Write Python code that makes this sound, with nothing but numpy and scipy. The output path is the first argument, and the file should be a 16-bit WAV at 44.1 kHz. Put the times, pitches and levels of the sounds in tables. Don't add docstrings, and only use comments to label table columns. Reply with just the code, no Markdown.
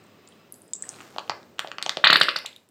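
import sys
import numpy as np
from scipy import signal
from scipy.fft import rfft, irfft
from scipy.io import wavfile
from scipy.ndimage import uniform_filter1d, minimum_filter1d

SR = 44100
rng = np.random.default_rng(int(sys.argv[2]) if len(sys.argv) > 2 else 0)


def volts(x):
    e = np.asarray(x, float) / 20
    return 10 ** e


def transcribe(u):
    v = np.clip(np.atleast_2d(u).T, -1, 1)
    q = np.round(v * 32767).astype(np.int16)
    wavfile.write(sys.argv[1], SR, q)


N = 119070
SHORT = 1300


def unit(x):
    return x / np.sqrt(np.mean(x ** 2))


def colour(x, points):
    hz, db = np.transpose(points)
    f = np.arange(len(x) // 2 + 1) * SR / len(x) + 1
    gain = volts(np.interp(np.log(f), np.log(hz), db))
    return irfft(rfft(x) * gain, len(x))


def curve(points):
    seconds, db = np.transpose(points)
    return volts(np.interp(np.arange(N) / SR, seconds, db))


def band(x, hz, width):
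    f = np.arange(len(x) // 2 + 1) * SR / len(x)
    return irfft(rfft(x) * np.exp(-((f - hz) / width) ** 2), len(x))


def band_noise(hz, width):
    return unit(band(rng.standard_normal(N), hz, width))


def add(out, s, sound):
    i = int(s * SR)
    out[i:i + len(sound)] += sound[:N - i]


def ring(hz, cycles, db, rise=1.16):
    c = np.arange(SHORT) / SR * hz
    decay = volts(db - 20 * np.maximum(c - rise, 0) / cycles)
    swell = np.sin(np.pi / 2 * np.minimum(c / rise, 1)) ** 2
    return decay * swell * np.sin(2 * np.pi * c)


def crack(db, chance, hz, width):
    t = np.arange(SHORT) / SR
    decay = volts(db - 20 * t / 0.003143)
    return decay * np.minimum(t / 0.00018, 1) * unit(band(chance[1:], hz, width))


def glide(hz, end_hz, length, bend):
    u = np.arange(SHORT) / SR / length
    pitch = hz + (end_hz - hz) * np.minimum(u, 1.1) ** bend
    return np.sin(2 * np.pi * np.cumsum(pitch) / SR), u


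def kitchen():
    # frequency in Hz, level in dB per Hz.
    hum_colour = [(25, -16), (84, -26), (110, -8), (200, -3), (400, -4), (1200, -18.5), (4500, -28),
                  (8500, -32.5), (10000, -45), (16000, -35)]
    # time in seconds, level in dB.
    hum_level = [(0, -55), (.5, -56.5), (.7, -57.5), (1.0, -53.5), (1.55, -56), (2.0, -57), (2.4, -58),
                 (2.7, -66)]
    # frequency in Hz, width in Hz, level in dB.
    whines = [(100, 12, -14.5), (14702, 170, -22)]
    # time in seconds, level in dB.
    rush_level = [(0, -9), (.45, -8), (.58, -19.5), (.78, -26.5), (2.7, -22.5)]
    # frequency in Hz, width in Hz, level in dB.
    rush_whines = [(1150, 78, -6), (1326, 50, -9.5), (2629, 60, -9), (4000, 80, -15.5)]
    # time in seconds, level in dB.
    thin_level = [(0, -20.5), (.5, -21), (.65, -19.5), (.8, -18.5), (.95, -34), (2.7, -37)]

    rush = band_noise(2200, 2300)
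    for hz, width, db in rush_whines:
        rush += volts(db) * band_noise(hz, width)
    hum = unit(colour(rng.standard_normal(N), hum_colour))
    hum += curve(rush_level) * rush + curve(thin_level) * band_noise(5020, 14)
    for hz, width, db in whines:
        hum += volts(db) * band_noise(hz, width)
    tube_hz, tube_db = 14702, -84
    tube = volts(tube_db) * np.sin(2 * np.pi * tube_hz * np.arange(N) / SR)
    return tube + curve(hum_level) * hum


def rustle():
    # time in seconds, level in dB.
    movement = [(0, -67.5), (.55, -71.5), (.78, -68), (.84, -53.5), (1.0, -50.5), (1.15, -54.5),
                (1.5, -66.5), (1.6, -70.5), (2.0, -64.5), (2.2, -56.5), (2.5, -66.5), (2.7, -74.5)]
    # frequency in Hz, level in dB.
    film_colour = [(90, -40), (200, -4.5), (1300, -5), (2100, -11), (7000, -17), (10000, -27.5),
                   (13000, -25.5), (16000, -30.5)]
    creases_per_s, scatter_db = 3700, 0.44
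    struck = rng.random(N) < creases_per_s / SR
    size = volts(scatter_db * rng.exponential(size=N))
    hits = struck * size * rng.standard_normal(N)
    return unit(colour(hits, film_colour)) * curve(movement)


def ticks():
    # start in seconds, peak in dB, pitch in Hz, cycles to fall 20 dB.
    bursts = [(.039, -47, 8010, 6.5), (.066, -51.5, 8000, 4.5), (0.2741, -36, 7220, 6.5),
              (.2745, -42.5, 4490, 7), (.2747, -44, 5150, 5), (.2747, -47.5, 3750, 4.5),
              (.541, -47.5, 4550, 6.5), (0.7093, -49, 8200, 4.5), (.918, -49, 11000, 5.5),
              (.969, -52.5, 13000, 3), (1.104, -46, 9000, 3.5), (0.287, -38, 8990, 5.5),
              (0.3219, -43, 3150, 2.5), (.5227, -19.5, 10810, 2), (0.5405, -31.5, 7660, 5.5),
              (.5584, -39, 9770, 0.5), (.618, -33, 8980, 5.5), (0.679, -41.5, 8150, 5),
              (.6994, -56, 10500, 3), (.7337, -11, 7410, 15.5), (0.7337, -32.5, 3586, 5),
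              (0.7334, -32.5, 4765, 5.5), (.7341, -34, 5670, 7), (.7443, -34, 7170, 4),
              (.748, -34, 7400, 6.5), (.752, -23.5, 7400, 8.5), (.7612, -23.5, 7430, 11),
              (.7648, -32, 7520, 10), (.823, -12.5, 7784, 7.5), (0.8362, -35, 1770, 6),
              (0.8903, -17, 8365, 4.5), (0.8902, -21.5, 6477, 4.5), (0.8909, -28.5, 5630, 11),
              (.941, -39, 4000, 5), (2.387, -22.5, 3604, 5), (2.460, -19, 7210, 1.5),
              (2.5282, -37, 3498, 6.5), (2.5613, -30.5, 3630, 4)]
    rise, spread = 4.01, 0.0281
    out = np.zeros(N)
    for s, db, hz, cycles in bursts:
        first = ring(hz, cycles, db - 2, rise)
        lingering = ring(hz * (1 + spread), cycles * 4.46, db - 16, 3 * rise)
        skin = crack(db - 23.5, rng.standard_normal(SHORT + 1), hz * 0.891, hz / cycles)
        add(out, s + 0.00077, first + lingering + skin)
    return out


def crackles():
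    # start in seconds, peak in dB, centre in Hz, width in Hz.
    noise_bursts = [(2.041, -35.5, 12850, 705), (2.0486, -30, 7800, 1200), (2.072, -36.5, 13020, 700),
                    (2.077, -28.5, 6000, 899), (2.101, -29.5, 13030, 800), (2.106, -24.5, 7410, 1300),
                    (2.129, -19.5, 9400, 4500), (2.168, -30, 10900, 4500), (2.200, -29, 9000, 5040),
                    (2.212, -24, 8280, 1200), (2.2325, -27.5, 8830, 6000), (2.285, -41, 8900, 3000),
                    (2.3097, -44.5, 7900, 2000), (2.360, -36, 10800, 4500), (2.369, -34, 7500, 1494),
                    (2.387, -38.5, 10800, 4985), (2.461, -39, 12490, 3000), (2.5616, -43.5, 9840, 4990),
                    (2.6883, -51.5, 8990, 6010), (1.592, -35, 12740, 3000), (2.0504, -12.5, 2700, 500),
                    (2.061, -14.5, 2100, 500), (2.0803, -16, 3000, 700.4), (2.2327, -16.5, 2200, 600),
                    (2.234, -27, 5699, 400), (1.8257, -24.5, 7410, 1490), (1.862, -26, 6460, 900),
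                    (1.592, -27, 8000, 1400), (1.6005, -36, 6500, 2500), (1.8255, -37, 11300, 1500),
                    (1.893, -36, 11500, 2000), (1.783, -32, 4600, 700), (.93, -40, 900, 500),
                    (.941, -42, 2700, 500), (.837, -42, 3500, 1500), (1.01, -40, 7300, 1200),
                    (1.192, -33, 3300, 1200), (1.192, -40, 7000, 1500), (1.183, -27, 4200, 900)]
    out = np.zeros(N)
    for s, db, hz, width in noise_bursts:
        add(out, s + 0.0006, crack(db, rng.standard_normal(SHORT + 1), hz, width))
    return out


def snaps():
    # start in seconds, peak in dB, hollow in Hz, hollow in dB, film in Hz.
    creases = [(0.96, -38, 1730, -2, 4340), (.986, -39, 1300, -1, 2420), (1.004, -35, 1296, 4, 2720),
               (1.009, -35, 1500, 1, 2600), (1.161, -35.5, 731, 11, 3280), (1.1827, -15, 950, 0, 3100),
               (1.277, -35.5, 890, -3.5, 2850), (1.2953, -11, 947.5, 0, 4500),
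               (1.298, -23.5, 1207, 1.5, 2500), (1.304, -26.5, 1150, 6, 4400), (1.317, -36, 1110, 11, 2600),
               (1.429, -40, 1200, -7.5, 3750), (1.583, -32, 1590, -6, 2960), (1.592, -10, 1583, -2.5, 3285),
               (1.645, -36, 759, 13.5, 2670), (1.6725, -24, 602, -9, 3200), (1.683, -34.5, 543, -1.5, 3500),
               (1.715, -18, 1610, -2.5, 2670), (1.783, -19, 1299, -0.5, 2920), (1.815, -33, 1212, 4, 2350),
               (1.825, -11, 1474, -24, 4270), (1.8278, -20, 1510, -4.5, 3600),
               (1.857, -33.5, 1410, 3.5, 2400), (1.8617, -12.5, 794.6, -4.5, 3250),
               (1.893, -3, 1206, -11.5, 3560), (1.9174, -31, 1302, 1, 3800),
               (1.9698, -11.5, 590.6, -6, 3390)]
    hollow_cycles, film_cycles = 1.9, 3.0
    out = np.zeros(N)
    for s, db, hollow_hz, hollow_db, film_hz in creases:
        chance = rng.standard_normal(SHORT + 1)
        ping = ring(film_hz, film_cycles, db - 0.5)
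        crisp = crack(db - 24.5, chance[::-1], 6600, 1600)
        add(out, s + 0.001012, ping + crisp + crack(db - 14, chance, 3800, 3000))
        knock = ring(hollow_hz, hollow_cycles, db + hollow_db)
        overtone = ring(hollow_hz * 1.734, hollow_cycles, db + hollow_db - 7)
        add(out, s + 0.0009, knock + overtone)
    return out


def pops():
    # start in seconds, peak in dB, opening time in seconds, whistle in dB,
    # level at the end of the climb in dB.
    bursts = [
        (2.040, 3.5, 0.005516, -13, -0.5),
        (2.0695, -0.5, 0.00489, -0.5, -0.5),
        (2.100, 4, 0.0054, -6.5, -6.5),
        (2.128, 2, .0055, -1, -5),
        (2.157, 1.5, 0.00469, -5.5, -8),
        (2.212, -0.5, 0.005435, -2, -1.5),
        (2.284, -7.5, .008, -9, -4),
        (2.3595, -12, 0.007, -1, -8),
        (2.445, -40, 0.018, -25, 17),
    ]
    first_s = bursts[0][0]
    out = np.zeros(N)
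    for s, db, length, whistle_db, end_db in bursts:
        chance = rng.standard_normal(SHORT + 1)
        start_hz = 1321.3 * (1 + 0.013 * chance[0]) - 60000 * (length - 0.0052)
        tone, u = glide(start_hz, 4085.6 * (1 + 0.03 * chance[1]), length, 1.7)
        sag_db = -9 * np.exp(-((u - 0.5) / 0.13) ** 2)
        shape_db = sag_db + end_db * np.minimum(u, 1) - 120 * np.maximum(u - 1, 0)
        shape = np.minimum(u / 0.1276, 1) * volts(shape_db)
        whistle_end_hz = 4400 * (1 + 0.9 * (s - first_s))
        high, v = glide(3363, whistle_end_hz, length * 0.9, 1.27)
        whistle = volts(whistle_db) * high * np.sin(np.pi * np.minimum(v / 1.252, 1)) ** 2
        ragged = volts(2.5 * unit(band(chance[1:], 500, 440)))
        thud_noise = unit(band(chance[:0:-1], 500, 300))
        thud = volts(-17 - 20 * u / 1.22) * np.minimum(u / 0.15, 1) * thud_noise
        add(out, s, volts(db - 3.5) * ((tone * shape + whistle) * ragged + thud))
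    return out


def pot(x):
    # frequency in Hz, gain in dB.
    pot_colour = [(70, -12), (200, 1), (1500, 2), (2400, -3), (3200, -1.5), (3600, 3), (4100, -1),
                  (6000, -4)]
    return colour(x, pot_colour)


def room():
    # frequency in Hz, time to fall 60 dB in seconds.
    decay = [(125, 0.36), (250, 0.16), (500, 0.5437), (1000, 0.2827), (2000, 0.3626), (4000, 0.2424),
             (8000, 0.32), (14000, 0.5)]
    # delay in seconds, level in dB.
    reflections = [(.0028, -18.5), (.009, -11), (0.0109, -14.5), (.016, -18.5), (.021, -14)]
    t = np.arange(30000) / SR
    tail = np.zeros(len(t))
    for hz, t60 in decay:
        noise = unit(band(rng.standard_normal(len(t)), hz, hz * 0.5))
        tail += noise * np.sqrt(hz) * volts(-60 * t / t60)
    tail *= np.where(t < 0.009, np.minimum(t / 0.0016, 1), 1)
    tail /= np.sqrt(np.sum(tail ** 2))
    smear = rng.standard_normal(len(t))
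    walls = np.zeros(len(t))
    for s, db in reflections:
        walls += volts(db - 1) * smear * np.exp(-((t - s) / 0.000418) ** 2) / 4
    return tail + walls


def scene():
    # frequency in Hz, gain in dB.
    snap_send = [(300, 3), (600, 2), (950, -1), (1500, 3.5), (2400, 0), (3500, -2), (4600, -1), (7000, -4)]
    # frequency in Hz, gain in dB.
    pop_send = [(250, 5), (550, -1), (1000, 0), (1500, -4), (2200, 6), (2900, 6), (3700, -3), (5000, 1.5)]
    background = kitchen() + rustle()
    wet_ticks = ticks() + crackles()
    film = snaps()
    air = pot(pops())
    sent = volts(-10) * wet_ticks + volts(-7) * colour(film, snap_send) + volts(-6) * colour(air, pop_send)
    clicks = wet_ticks + film + air + signal.fftconvolve(sent, room())[:N]
    body_cut = signal.butter(3, 110, "high", fs=SR, output="sos")
    return (signal.sosfilt(body_cut, clicks) + background)[None]


def low_pass(x):
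    return signal.sosfilt(signal.butter(12, 16640, fs=SR, output="sos"), x)


def record(dry):
    bass_cut = signal.butter(2, 45, "high", fs=SR, output="sos")
    treble_cut = signal.ellip(8, 0.2, 60, 15900, fs=SR, output="sos")
    x = signal.sosfilt(treble_cut, signal.sosfilt(bass_cut, dry))
    ceiling, limit_s = 0.94, 0.0015
    span = int(limit_s * SR)
    gain = np.minimum(1, ceiling / (np.abs(x) + 1e-9))
    gain = minimum_filter1d(gain, 2 * span + 1)
    return low_pass(x * uniform_filter1d(gain, span))


dry = scene()
out = record(dry)
transcribe(out)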